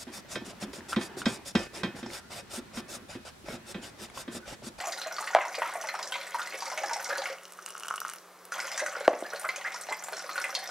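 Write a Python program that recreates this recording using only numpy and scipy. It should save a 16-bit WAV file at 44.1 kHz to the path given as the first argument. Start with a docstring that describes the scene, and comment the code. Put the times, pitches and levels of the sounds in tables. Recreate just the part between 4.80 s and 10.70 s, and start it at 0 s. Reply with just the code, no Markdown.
"""Kitchen sink: a thin stream trickles and gurgles into it while crumbly dough is worked with a spoon.
Water is made of decaying bubble tones, upward sweeps and noise bursts, coloured by basin resonances.
For about a second it drops to a faint dribble, baring room hush, a mains hum and dry ticks and crackle.
Twice the plastic bowl, a set of decaying modes with noise rattle, is knocked hard and chatters on the
counter; a short sagging note follows the second knock. Gain control dips the level after loud peaks."""
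import sys
import numpy as np
from scipy import signal
from scipy.fft import rfft, irfft, next_fast_len
from scipy.io import wavfile
from scipy.ndimage import uniform_filter1d, map_coordinates

SR = 44100
rng = np.random.default_rng(int(sys.argv[2]) if len(sys.argv) > 2 else 0)


def int16_out(signal):
    """Quantize to a 16-bit WAV file."""
    q = np.round(np.clip(np.atleast_2d(signal).T, -1, 1) * 32767)
    wavfile.write(sys.argv[1], SR, q.astype(np.int16))


N = 260190
TIME = np.arange(N) / SR

# Spectrum of the water. Each row: frequency in Hz, gain in dB.
WATER_SPECTRUM = [(200, -4), (330, 4.5), (430, -10), (540, 5.5), (740, 5.5), (950, -4), (1480, -5.5),
                  (2100, -11), (2700, -14), (3400, -15.5), (6200, -20.5), (10000, -21.5), (14600, -25),
                  (16000, -46)]


def from_db(db):
    """Amplitude factor of a level in dB."""
    return 10 ** (np.asarray(db) / 20)


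def rms_one(x):
    """Scale to an rms of 1."""
    return x / np.sqrt(np.mean(x ** 2) + 1e-20)


def in_time(rows):
    """Interpolate each column of a curve, sample by sample; the first column is seconds."""
    s, *columns = np.transpose(rows)
    return [np.interp(TIME, s, column) for column in columns]


def colour(x, points):
    """Shape a spectrum by gains interpolated over log frequency."""
    hz, db = np.transpose(points)
    size = next_fast_len(len(x) + 4096)
    bins_hz = np.maximum(np.fft.rfftfreq(size, 1 / SR), 1)
    gain = from_db(np.interp(np.log(bins_hz), np.log(hz), db))
    return irfft(rfft(x, size) * gain, size)[:len(x)]


def cut(x, hz, kind, order=2):
    """Butterworth filter."""
    sos = signal.butter(order, np.clip(hz, 10, SR * 9 / 20), kind, fs=SR, output="sos")
    return signal.sosfilt(sos, x + 1e-18)


def resonate(x, hz, width_hz):
    """Two-pole resonance with a peak gain of about 1."""
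    r = np.exp(-np.pi * width_hz / SR)
    zeros = np.array([1, 0, -1]) * (1 - r * r) / 2
    poles = [1, -2 * r * np.cos(2 * np.pi * hz / SR), r * r]
    return signal.lfilter(zeros, poles, x + 1e-18)


def add(track, s, sound):
    """Mix a sound into a track at a time in seconds."""
    at = max(round(s * SR), 0)
    track[at:at + len(sound)] += sound[:max(N - at, 0)]


def reflections(t60_s):
    """Dense echoes as decaying noise, with an energy of 1."""
    t = TIME[:int(t60_s * SR)]
    echoes = rng.standard_normal(len(t)) * from_db(-60 * t / t60_s) * (1 - np.exp(-t / 0.0013))
    return echoes / np.sqrt(np.sum(echoes ** 2))


def reverberate(x, t60_s):
    """Echoes of a signal, without the direct sound."""
    return signal.fftconvolve(x, reflections(t60_s))[:len(x)]


def random_clicks(per_s, spread_db, most):
    """Times and signed sizes of random clicks; sizes spread exponentially in dB."""
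    born = np.flatnonzero(rng.random(N) < per_s / SR)
    sizes = from_db(spread_db * np.minimum(rng.exponential(1, len(born)), most))
    return born, sizes * rng.choice([-1, 1], len(born))


def flow():
    """Share of the stream that hits the water: full during a run, a dribble otherwise."""
    runs = [(-0.1, 2.49), (3.715, 6.0)]  # Each row: opening and closing in seconds.
    open_s, close_s, dribble_db = 0.005, 0.094, -23
    running = 0
    for opens_s, closes_s in runs:
        opening = (TIME - opens_s) / open_s
        closing = 1 - (TIME - closes_s) / close_s
        running = running + np.clip(np.minimum(opening, closing), 0, 1)
    return np.maximum(running, from_db(dribble_db))


def small_bubbles(low_hz, high_hz, per_s, q, spread_db, count=22):
    """Clicks ring random bubbles in one range of sizes; the level is evened out near 1."""
    born, sizes = random_clicks(per_s, spread_db, most=4)
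    dealt, out = rng.integers(0, count, len(born)), np.zeros(N)
    for k, hz in enumerate(np.geomspace(low_hz, high_hz, count)):
        clicks = np.zeros(N)
        clicks[born[dealt == k]] = sizes[dealt == k]
        out += resonate(clicks, hz, hz / q)
    out = colour(1.15 * out + reverberate(out, t60_s=0.059), WATER_SPECTRUM)
    out = rms_one(cut(out, [0.87 * low_hz, 1.19 * high_hz], "band"))
    return out / np.sqrt(uniform_filter1d(out ** 2, size=2600) + 0.0095)


def patter(per_s=80, spread_db=4.5, decay_s=0.0022, low_hz=900):
    """Droplets hit the wet basin in a dense, uneven run of tiny noise bursts; rms 1."""
    hits = (rng.random(N) < per_s / SR) * from_db(spread_db * np.minimum(rng.exponential(1, N), 3))
    envelope = signal.lfilter([1], [1, -np.exp(-1 / (decay_s * SR))], hits + 1e-18)
    bursts = envelope * rng.standard_normal(N)
    return rms_one(cut(colour(bursts, WATER_SPECTRUM), low_hz, "high"))


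def trickle():
    """Gurgle, splash and fine spray follow the wobbling stream and ring the basin."""
    # Each row, in one list per run: time in seconds, relative levels of gurgle, splash and spray in dB.
    strength = [
        [(0.0, -42.5, -41.5, -45), (0.38, -51.5, -44, -49.5), (0.74, -41.5, -42.5, -47.5),
         (1.07, -49, -41.5, -51.5), (1.31, -44, -47, -51.5), (1.66, -54, -46, -48.5), (2.03, -40.5, -45, -47.5),
         (2.35, -48.5, -41, -46.5), (2.52, -49, -41, -49.5)],
        [(3.73, -45.5, -45.5, -46), (3.91, -47, -43, -46.5), (4.16, -45, -43, -50.5), (4.32, -53, -47, -50),
         (4.51, -55, -50.5, -50.5), (4.75, -45, -44.5, -53), (5.13, -58.5, -50.5, -50),
         (5.61, -45.5, -44, -47.5), (5.9, -44.5, -42.5, -47)],
    ]
    # Each row: basin resonance in Hz, width in Hz, level in dB.
    basin_modes = [(533, 71, -8), (950, 59, 5), (1490, 70, 0), (2135, 190, 4), (5860, 690, 3)]
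    gurgle_db, splash_db, spray_db = in_time(np.vstack(strength))
    water = from_db(gurgle_db - 5.5) * small_bubbles(355, 1105, per_s=300, q=9.6, spread_db=4.5)
    water += from_db(splash_db - 6.0) * small_bubbles(1150, 3330, per_s=480, q=11, spread_db=5.0)
    water += from_db(spray_db - 3.5) * small_bubbles(3690, 13340, per_s=600, q=9, spread_db=6.5)
    ringing = sum(from_db(db) * resonate(water, hz, width_hz) for hz, width_hz, db in basin_modes)
    droplets = from_db(spray_db - 1.5) * patter()
    return (water + ringing + droplets) * flow()


def in_basin(sound, level_db, echo_db=-1.5, t60_s=0.088):
    """The basin walls smear a short sound; the level is the rms of its loudest moment."""
    sound = rms_one(sound) + from_db(echo_db) * rms_one(reverberate(sound, t60_s))
    return from_db(level_db) * sound / np.sqrt(uniform_filter1d(sound ** 2, size=400).max())


def plink(hz, level_db, slap_db=-6.0, slap_per_octave_db=2.0, slap_s=0.0028, size=4096):
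    """A drop slaps the water and traps a bubble whose decaying tone climbs a little in pitch."""
    t = TIME[:size]
    rise_per_s = 1.8  # share of the starting pitch
    decay_s = 5.36 / hz + 0.00089  # a number of cycles plus a fixed time
    tone = np.sin(2 * np.pi * hz * (t + rise_per_s * t * t / 2))
    tone *= np.exp(-t / decay_s) * (1 - np.exp(-t / 0.00066))
    burst = rng.standard_normal(size) * np.exp(-t / slap_s) * (1 - np.exp(-t / 0.00072))
    slap = cut(resonate(burst, hz, 0.4 * hz), [0.67 * hz, 1.72 * hz], "band")
    slap_gain = from_db(slap_db + slap_per_octave_db * np.log2(hz / 1000))
    return in_basin(rms_one(tone) + slap_gain * rms_one(slap), level_db)


def spatter(low_hz, high_hz, thinning_s, per_s=900, size=4096):
    """One impact and a quickly thinning shower of droplets after it, as band-limited noise bursts."""
    t = TIME[:size]
    hits = (rng.random(size) < per_s / SR) * rng.exponential(1, size) * np.exp(-t / thinning_s)
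    hits[0] += 1.5
    envelope = signal.lfilter([1], [1, -np.exp(-1 / (0.00091 * SR))], hits)
    return cut(envelope * rng.standard_normal(size), [low_hz, high_hz], "band")


def drops(bubble_db=-8.5, spray_db=0.5, splash_db=-16, spatter_db=-5.0):
    """A big drop splashes, traps a bubble and throws up a spatter of tiny ones."""
    # Each row: start in seconds, relative bubble level in dB, bubble pitch in Hz,
    # relative spray level in dB, spray pitch in Hz.
    big_drops = [(0.002, -30.5, 1980, -42.5, 4430), (0.012, -27.5, 716, -47, 3380),
                 (0.038, -24.5, 790, -59, 4000), (0.071, -24.5, 682, -37, 6800),
                 (0.122, -33, 1360, -35, 4730), (0.176, -47, 1500, -40, 4060),
                 (0.181, -36.5, 900, -45, 8500), (0.216, -33.5, 1490, -35.5, 4050),
                 (0.262, -25, 637, -64, 3920), (0.311, -28.5, 1454, -54, 3900),
                 (0.319, -34, 700, -58, 4000), (0.342, -44, 1490, -43.5, 5660),
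                 (0.365, -46, 1400, -40.5, 4470), (0.383, -22.5, 1216, -42, 4600),
                 (0.408, -27.5, 830, -41.5, 8260), (0.425, -27.5, 1281, -47, 4100),
                 (0.442, -42, 1400, -44, 4700), (0.473, -22.5, 1870, -42.5, 4570),
                 (0.503, -29.5, 900, -56, 4500), (0.608, -18.5, 2060, -60, 4000),
                 (0.62, -24, 1600, -42, 2400), (0.636, -28, 1250, -46, 2200), (0.651, -23, 947, -44, 5460),
                 (0.743, -29.5, 2420, -49, 3940), (0.752, -40, 1920, -37, 4500),
                 (0.781, -23, 581, -58, 6000), (0.819, -16, 953, -33, 1910), (0.827, -25, 1840, -65, 3400),
                 (0.856, -24, 1320, -56, 3240), (0.862, -32, 2100, -55, 4000),
                 (0.892, -28, 1000, -60, 4000), (0.924, -35, 2000, -55, 4500),
                 (0.937, -31.5, 910, -43, 8540), (0.954, -23.5, 674, -68, 3440),
                 (1.013, -34, 660, -38.5, 6040), (1.039, -27.5, 885, -53, 6100),
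                 (1.043, -31, 602, -58, 5000), (1.071, -35, 1490, -41.5, 5970),
                 (1.087, -22, 2050, -38, 4120), (1.14, -23, 857, -53, 5460),
                 (1.151, -24, 1400, -44.5, 5450), (1.19, -25.5, 962, -44, 5450),
                 (1.196, -30.5, 600, -48, 3470), (1.228, -42, 1920, -34.5, 4940),
                 (1.243, -34, 560, -55, 4000), (1.274, -50, 1090, -39.5, 5780),
                 (1.321, -31, 960, -42.5, 7800), (1.322, -27, 1490, -32.5, 3080),
                 (1.34, -25, 2090, -38.5, 3870), (1.354, -27, 945, -43, 3400),
                 (1.356, -30, 1480, -40, 2400), (1.383, -36, 1300, -47, 4200),
                 (1.412, -32, 2110, -43, 4070), (1.432, -40, 1500, -46, 3500),
                 (1.467, -34, 1900, -49, 8000), (1.52, -38, 2200, -52, 3200),
                 (1.544, -19.5, 940, -46, 9500), (1.547, -30.5, 2090, -59, 4400),
                 (1.585, -30, 1500, -60, 4000), (1.594, -22, 1350, -46, 8000),
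                 (1.616, -33, 1410, -39.5, 3720), (1.629, -38, 1500, -45.5, 6800),
                 (1.672, -30, 2050, -45, 8150), (1.723, -30, 2150, -65, 4000),
                 (1.742, -27.5, 535, -38, 2150), (1.777, -53, 900, -43.5, 5800),
                 (1.805, -47, 1680, -39, 4727), (1.822, -25, 903, -40, 4680),
                 (1.855, -35, 1210, -40.5, 5630), (1.865, -33, 2170, -48, 4480),
                 (1.878, -28, 910, -47, 4960), (1.9, -31, 1400, -41.5, 5860), (1.922, -29, 1010, -44, 5470),
                 (1.934, -32.5, 600, -56, 5000), (1.975, -22, 2210, -40, 6130),
                 (1.977, -28.5, 618, -48, 4000), (2.012, -28.5, 550, -58, 3980),
                 (2.035, -18, 806, -46, 6660), (2.039, -29, 1690, -46, 3580), (2.059, -45, 890, -41, 5220),
                 (2.094, -26, 1500, -47, 6460), (2.11, -23, 917, -43, 5230), (2.133, -48, 905, -32, 5480),
                 (2.16, -24, 800, -49, 5210), (2.198, -29, 1510, -57, 4000), (2.208, -30.5, 940, -56, 5000),
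                 (2.224, -44, 1400, -48, 12000), (2.244, -49, 1200, -35, 5660),
                 (2.268, -33, 943, -53, 3500), (2.29, -27.5, 544, -39.5, 5070),
                 (2.322, -26.5, 542, -54, 9180), (2.358, -25, 1460, -48, 4000),
                 (2.373, -31, 910, -44, 9050), (2.381, -27, 532, -37, 4620),
                 (2.419, -25.5, 780, -39.5, 3950), (2.456, -23, 2160, -43.5, 5240),
                 (2.458, -28.5, 1410, -50, 2980), (2.471, -37, 626, -50, 9500),
                 (2.499, -25.5, 525, -47, 5400), (3.721, -23, 1384, -40, 6000),
                 (3.741, -38, 1030, -43.5, 3300), (3.761, -27.5, 991, -49, 3100),
                 (3.801, -25, 2210, -35.5, 5200), (3.843, -27, 1410, -49, 5030),
                 (3.87, -38, 1500, -41, 6500), (3.878, -34, 1020, -44, 3080),
                 (3.916, -29.5, 2180, -38, 5100), (3.943, -34, 620, -43, 3500),
                 (3.977, -25, 1780, -32, 5740), (3.994, -24, 1595, -36.5, 6330),
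                 (4.001, -24.5, 2010, -43, 3820), (4.062, -21.5, 1478, -36.5, 6020),
                 (4.125, -29, 1310, -47, 7500), (4.167, -27.5, 520, -59, 4010),
                 (4.207, -23.5, 568, -48, 4170), (4.246, -33, 2200, -47, 4100),
                 (4.405, -44, 1500, -44.5, 8450), (4.534, -25, 553, -47.5, 9230),
                 (4.559, -37, 1900, -42, 4240), (4.596, -38, 1400, -39.5, 9050),
                 (4.614, -43, 1400, -45.5, 9200), (4.65, -32, 624, -48, 8000),
                 (4.681, -40, 1400, -46.5, 9500), (4.689, -19, 2070, -40, 4180),
                 (4.76, -30.5, 2440, -37.5, 6170), (4.78, -32.5, 560, -54, 6000),
                 (4.812, -32.5, 2190, -57, 9000), (4.87, -32, 1310, -54, 6400),
                 (4.874, -29, 2060, -54, 4080), (4.92, -29.5, 2150, -45, 5760),
                 (4.943, -29, 970, -40, 5500), (4.96, -30, 1440, -45, 6000), (5.011, -44, 1490, -39, 8100),
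                 (5.087, -24.5, 614, -47, 4100), (5.095, -35, 2010, -46, 4240),
                 (5.112, -31, 595, -62, 5000), (5.124, -24.5, 2030, -41, 7540),
                 (5.238, -42, 814, -37, 7320), (5.268, -46, 1500, -49, 7200), (5.283, -30, 843, -59, 4300),
                 (5.324, -26.5, 646, -55, 4440), (5.331, -28.5, 1460, -41.5, 4260),
                 (5.346, -42, 1400, -49, 5500), (5.367, -34, 1430, -40.5, 5490),
                 (5.393, -32.5, 1430, -41.5, 5500), (5.441, -32.5, 508, -52, 5540),
                 (5.492, -25, 1207, -47, 4260), (5.512, -36, 1290, -42, 4180),
                 (5.556, -23.5, 1470, -45, 8480), (5.579, -19.5, 1410, -38.5, 4190),
                 (5.598, -28, 1490, -46, 8890), (5.615, -35, 1300, -38.5, 5430),
                 (5.641, -21, 2020, -42, 8800), (5.7505, -33, 1000, -26.5, 4390),
                 (5.773, -32.5, 590, -54, 5000), (5.857, -40, 1400, -48, 3600),
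                 (5.889, -33, 650, -46, 5000)]
    out = np.zeros(N)
    for s, level_db, hz, mist_db, mist_hz in big_drops:
        add(out, s, plink(hz, level_db + bubble_db) + plink(mist_hz, mist_db + spray_db))
        splash = cut(spatter(740, 2380, thinning_s=0.0063), 2540, "low", order=3)
        add(out, s, in_basin(splash, level_db + splash_db))
        mist = spatter(0.6 * mist_hz, 1.54 * mist_hz, thinning_s=0.0046)
        add(out, s, in_basin(mist, mist_db + spatter_db))
    return cut(out, 400, "high", order=3)


def room_hush():
    """Steady coloured noise of the room."""
    # Each row: frequency in Hz, gain in dB.
    hush_spectrum = [(30, -26), (100, -20.5), (150, -13), (260, -10), (390, 1), (700, 1), (850, -1.5),
                     (1200, 3.5), (2400, -11), (4600, -14), (10000, -17), (12000, -17.5), (16000, -19.5)]
    return from_db(-53.5) * rms_one(colour(rng.standard_normal(N), hush_spectrum))


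def mains_hum(hz=180, rms_db=-71):
    """One steady sine."""
    return from_db(rms_db) * np.sqrt(2) * np.sin(2 * np.pi * hz * TIME)


def port_hiss():
    """Independent treble noise in each microphone port."""
    return from_db(-66) * rms_one(cut(rng.standard_normal((2, N)), 5000, "high"))


def gurgles(grit_db=-5.0, grit_hz=520, rise_octaves_per_s=21.3, size=4096):
    """A big bubble swells and sweeps up in pitch as it nears the surface; churning roughens the note."""
    # Each row: start in seconds, starting pitch in Hz, length in seconds, relative level in dB.
    big_bubbles = [(0.53, 1344, 0.016, -35.5), (2.298, 1306, 0.018, -30), (2.325, 1510, 0.011, -31.5),
                   (3.784, 1306, 0.013, -35), (4.016, 510, 0.019, -30), (4.151, 1326, 0.0086, -31.5),
                   (4.25, 1380, 0.012, -38), (4.442, 1405, 0.023, -39), (4.52, 1206, 0.024, -36.5),
                   (4.642, 1182, 0.021, -30), (4.842, 1496, 0.027, -32), (5.103, 804, 0.029, -34),
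                   (5.689, 1076, 0.02, -39)]
    out, t = np.zeros(N), TIME[:size]
    for s, first_hz, length_s, level_db in big_bubbles:
        age = np.clip(t / length_s, 0, 1)
        phase = 2 * np.pi * np.cumsum(first_hz * 2 ** (rise_octaves_per_s * length_s * age)) / SR
        churn = 1 + from_db(grit_db) * rms_one(cut(rng.standard_normal(size), grit_hz, "low"))
        note = churn * np.sin(phase) * np.sqrt(4 * age * (1 - age))
        add(out, s, in_basin(note, level_db, echo_db=-3.5, t60_s=0.086))
    return cut(out, 420, "high", order=3)


def knocks(thud_hz=345, thud_t60_s=0.012, rattle_t60_s=0.068, rumble_db=-73.5, rumble_t60_s=0.14,
           size=6000):
    """Dough-laden bowl modes ring and rattle over counter thud and rumble; long contacts dull the blow."""
    # Each row: start in seconds, relative level in dB, pitch factor, contact time in ms,
    # counter thud and rattle in dB relative to the knock.
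    blows = [(0.549, 0.5, 1.12, 0.078, -28, -25), (.5588, -5, 1.4, 0.17, -33, -16),
             (.5648, -2.5, 1.18, 0.28, -27, -12.5), (.5718, -9, 1.13, 0.59, -41, -12),
             (.586, -15.5, 1.14, 0.35, -15, -2), (4.2785, 3.5, 0.98, 0.14, -10.5, -51),
             (4.3065, -24, 1.4, 0.4, -15, -20), (4.3316, -16.5, 1.02, 0.34, -5, -7),
             (4.364, -22, 0.97, 0.55, -12, -23), (4.4233, -15, 1.05, 0.52, -5, -30),
             (4.436, -25, 0.97, 0.5, -9, -25)]
    # Each row: mode in Hz before the pitch factor, level in dB, t60 in seconds.
    bowl_modes = [(544, 0, 0.02), (674, 1.5, 0.012), (1158, -16.5, 0.036), (785, -31, 0.033),
                  (1356, -34, 0.081), (1720, -7.5, 0.0039), (2980, -16, 0.0069), (4730, -2.5, 0.00049)]
    out, deep, t = np.zeros(N), np.zeros(N), TIME[:size]
    for s, level_db, pitch, contact_ms, thud_db, rattle_db in blows:
        ring = np.zeros(size)
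        for k, (hz, db, t60_s) in enumerate(bowl_modes):
            mode = from_db(db - 60 * t / t60_s) * np.sin(2 * np.pi * hz * pitch * t)
            ring += (-1) ** k * mode
        thud = from_db(thud_db - 60 * t / thud_t60_s) * np.sin(2 * np.pi * thud_hz * t)
        rattle = rms_one(cut(rng.standard_normal(size), [800, 2400], "band"))
        rattle = from_db(rattle_db - 60 * t / rattle_t60_s) * rattle
        blow = cut(ring, 480, "high", order=1) - thud + rattle
        add(out, s, from_db(level_db) * cut(blow, 1000 / (np.pi * contact_ms), "low", order=1))
        rumble = cut(rng.standard_normal(size) * from_db(-60 * t / rumble_t60_s), 90, "low")
        add(deep, s, from_db(level_db + rumble_db) * rms_one(rumble))
    return cut(out, 270, "high", order=4) + deep


def ticks(ring_hz=1310, ring_s=0.0033, ring_db=4.5, ping_hz=2950, ping_s=0.0037, ping_db=3.5,
          snap_db=-10, snap_s=0.003, crack_db=-14, size=900):
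    """Each dry tick is a broad crack and a bright snap with a hollow ring of a few cycles and a ping."""
    # Each row: start in seconds, relative levels of hollow ring, ping and snap in dB, snap pitch in Hz.
    loud_ticks = [(2.584, -54, -44, -56, 5000), (2.634, -54, -57, -47.5, 8000),
                  (2.6534, -51, -43.5, -43.5, 4700), (2.7222, -55, -58, -42.5, 9000),
                  (2.735, -53, -62, -47, 7100), (2.775, -54, -62, -53, 9500),
                  (2.789, -35.5, -60, -57, 6000), (2.8618, -39.5, -39.5, -32.5, 7000),
                  (2.881, -58, -55, -49, 5200), (2.888, -55, -58, -41, 8700),
                  (2.897, -52, -44.5, -55, 5000), (2.905, -43, -49, -39.5, 7300),
                  (2.9516, -33.5, -51, -60, 5800), (2.966, -48, -60, -50, 6540),
                  (2.978, -40, -58, -44, 7000), (2.9985, -51, -60, -40.5, 8200),
                  (3.006, -43, -46, -46, 8000), (3.026, -44, -53, -50, 6000),
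                  (3.034, -36, -36.5, -39, 6300), (3.0482, -35.5, -56, -59, 5600),
                  (3.0695, -39, -57, -46, 7000), (3.0832, -32.5, -40.5, -33, 7300),
                  (3.0875, -46, -36, -55, 6000), (3.1035, -33, -51, -43, 7400),
                  (3.1092, -22, -48, -50, 5800), (3.1223, -34, -57, -50, 5600),
                  (3.127, -37, -57, -52, 6000), (3.1399, -25.5, -56, -55, 6000),
                  (3.148, -46, -56, -53, 7500), (3.159, -39, -59, -35.5, 8200),
                  (3.168, -46, -58, -44, 8300), (3.179, -34.5, -34, -54, 5000),
                  (3.203, -44, -54, -32.5, 9800), (3.2166, -28.5, -55, -50, 6500),
                  (3.2501, -25.5, -48, -52, 6000), (3.258, -43, -56, -52, 9000),
                  (3.2717, -39, -52, -52, 7000), (3.2818, -38, -56, -37.5, 7460),
                  (3.2984, -42, -51, -35, 7750), (3.3356, -41, -43.5, -37.5, 8800),
                  (3.36, -48, -65, -45, 11000), (3.3844, -56, -62, -46, 5000),
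                  (3.653, -61, -67, -43.5, 10800)]
    out, t = np.zeros(N), TIME[:size]
    for s, hollow_db, high_db, bright_db, bright_hz in loud_ticks:
        tones = (ring_hz, ring_s, hollow_db + ring_db), (ping_hz, ping_s, high_db + ping_db)
        for hz, length_s, db in tones:
            detune = 1 + 0.03 * rng.standard_normal()
            envelope = np.sin(np.pi * np.clip(t / length_s, 0, 1) ** 0.37)  # fast rise, slower fall
            add(out, s, from_db(db) * np.sin(2 * np.pi * hz * detune * t) * envelope)
        burst = rng.standard_normal(size) * np.clip(1 - t / snap_s, 0, 1)
        snap = cut(burst, [0.86 * bright_hz, 1.34 * bright_hz], "band")
        add(out, s, from_db(bright_db + snap_db) * rms_one(snap))
        crack = cut(signal.unit_impulse(size), [1700, 9000], "band", order=1)
        add(out, s, from_db(bright_db + crack_db) * rms_one(crack))
    return cut(out, 490, "high")


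def crackle(per_s=90, spread_db=4.2):
    """Many faint ticks, each ringing one resonance, swell, hold and die."""
    level_db, full_s, hold_s = -50, 2.99, 0.35
    rise_db_per_s, fall_db_per_s = 30, 218
    out = np.zeros(N)
    # resonance Hz, width Hz, relative level dB
    for hz, width_hz, db in [(1360, 630, 4.0), (2850, 300, -4.5), (5830, 450, 1.0),
                             (8800, 2600, 0.5), (13000, 3500, -23)]:
        born, sizes = random_clicks(per_s, spread_db, most=3)
        clicks = np.zeros(N)
        clicks[born] = sizes
        out += from_db(db) * rms_one(resonate(clicks, hz, width_hz))
    early_s = np.maximum(full_s - TIME, 0)
    late_s = np.maximum(TIME - full_s - hold_s, 0)
    swell = from_db(level_db - rise_db_per_s * early_s - fall_db_per_s * late_s)
    return rms_one(cut(out, 330, "high")) * swell


def falling_note(sag_octaves_per_s=15, t60_s=0.13, size=8000):
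    """After the harder knock, a short low sine sinks in pitch as it dies."""
    # One row: start in seconds, starting pitch in Hz, level in dB.
    s, first_hz, level_db = (4.286, 790, -19.5)
    out, t = np.zeros(N), TIME[:size]
    phase = 2 * np.pi * np.cumsum(first_hz * 2 ** (-sag_octaves_per_s * t)) / SR
    add(out, s, from_db(level_db - 60 * t / t60_s) * np.sin(phase))
    return out


def kitchen(x, t60_s):
    """Reverberation, thin in the bass and dull on top."""
    return cut(reverberate(x, t60_s), [220, 7000], "band", order=1)


def microphones(x, delay_s=0.000018):
    """Two close ports: the left hears slightly later, and a diffuse part has opposite signs in them."""
    # Each row: frequency in Hz, gain of the diffuse part in dB.
    diffuse_spectrum = [(50, -20), (150, -30), (400, -38), (1000, -33), (2500, -21), (6000, -11),
                        (13000, -4)]
    side = colour(reverberate(x, t60_s=0.3), diffuse_spectrum)
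    late = map_coordinates(x, [np.arange(N) - delay_s * SR], order=3, mode="nearest")
    return np.array([late + side, x - side])


def gain_control(x, threshold_db=-8.5, release_db_per_s=28.5, attack_s=0.0058):
    """A loud peak pulls the gain down a moment later, and it creeps back up."""
    peak_db = 20 * np.log10(np.abs(x).max(axis=0) + 1e-9)
    excess_db = np.maximum(peak_db - threshold_db, 0)
    released_db = release_db_per_s * TIME
    held_db = np.maximum.accumulate(excess_db + released_db) - released_db
    keep = np.exp(-1 / (attack_s * SR))
    return x * from_db(-signal.lfilter([1 - keep], [1, -keep], held_db))


def scene():
    """Water, bowl and ticks in the kitchen, over hush, hum and hiss."""
    water = trickle() + drops() + from_db(0.5) * gurgles()
    bowl = knocks() + falling_note()
    near = ticks() + crackle()
    sound = water + from_db(-6.5) * kitchen(water, t60_s=0.38)
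    sound += bowl + from_db(-7.0) * kitchen(bowl, t60_s=0.35)
    sound += near + from_db(-8) * kitchen(near, t60_s=0.16)
    return microphones(sound + room_hush() + mains_hum()) + port_hiss()


def record(dry):
    """Gain control, then a steep cut of the top."""
    top_cut = signal.ellip(10, 0.2, 80, 15700, fs=SR, output="sos")  # ripple dB, stop dB, cutoff Hz
    return signal.sosfilt(top_cut, gain_control(dry))


dry = scene()
out = record(dry)
int16_out(out)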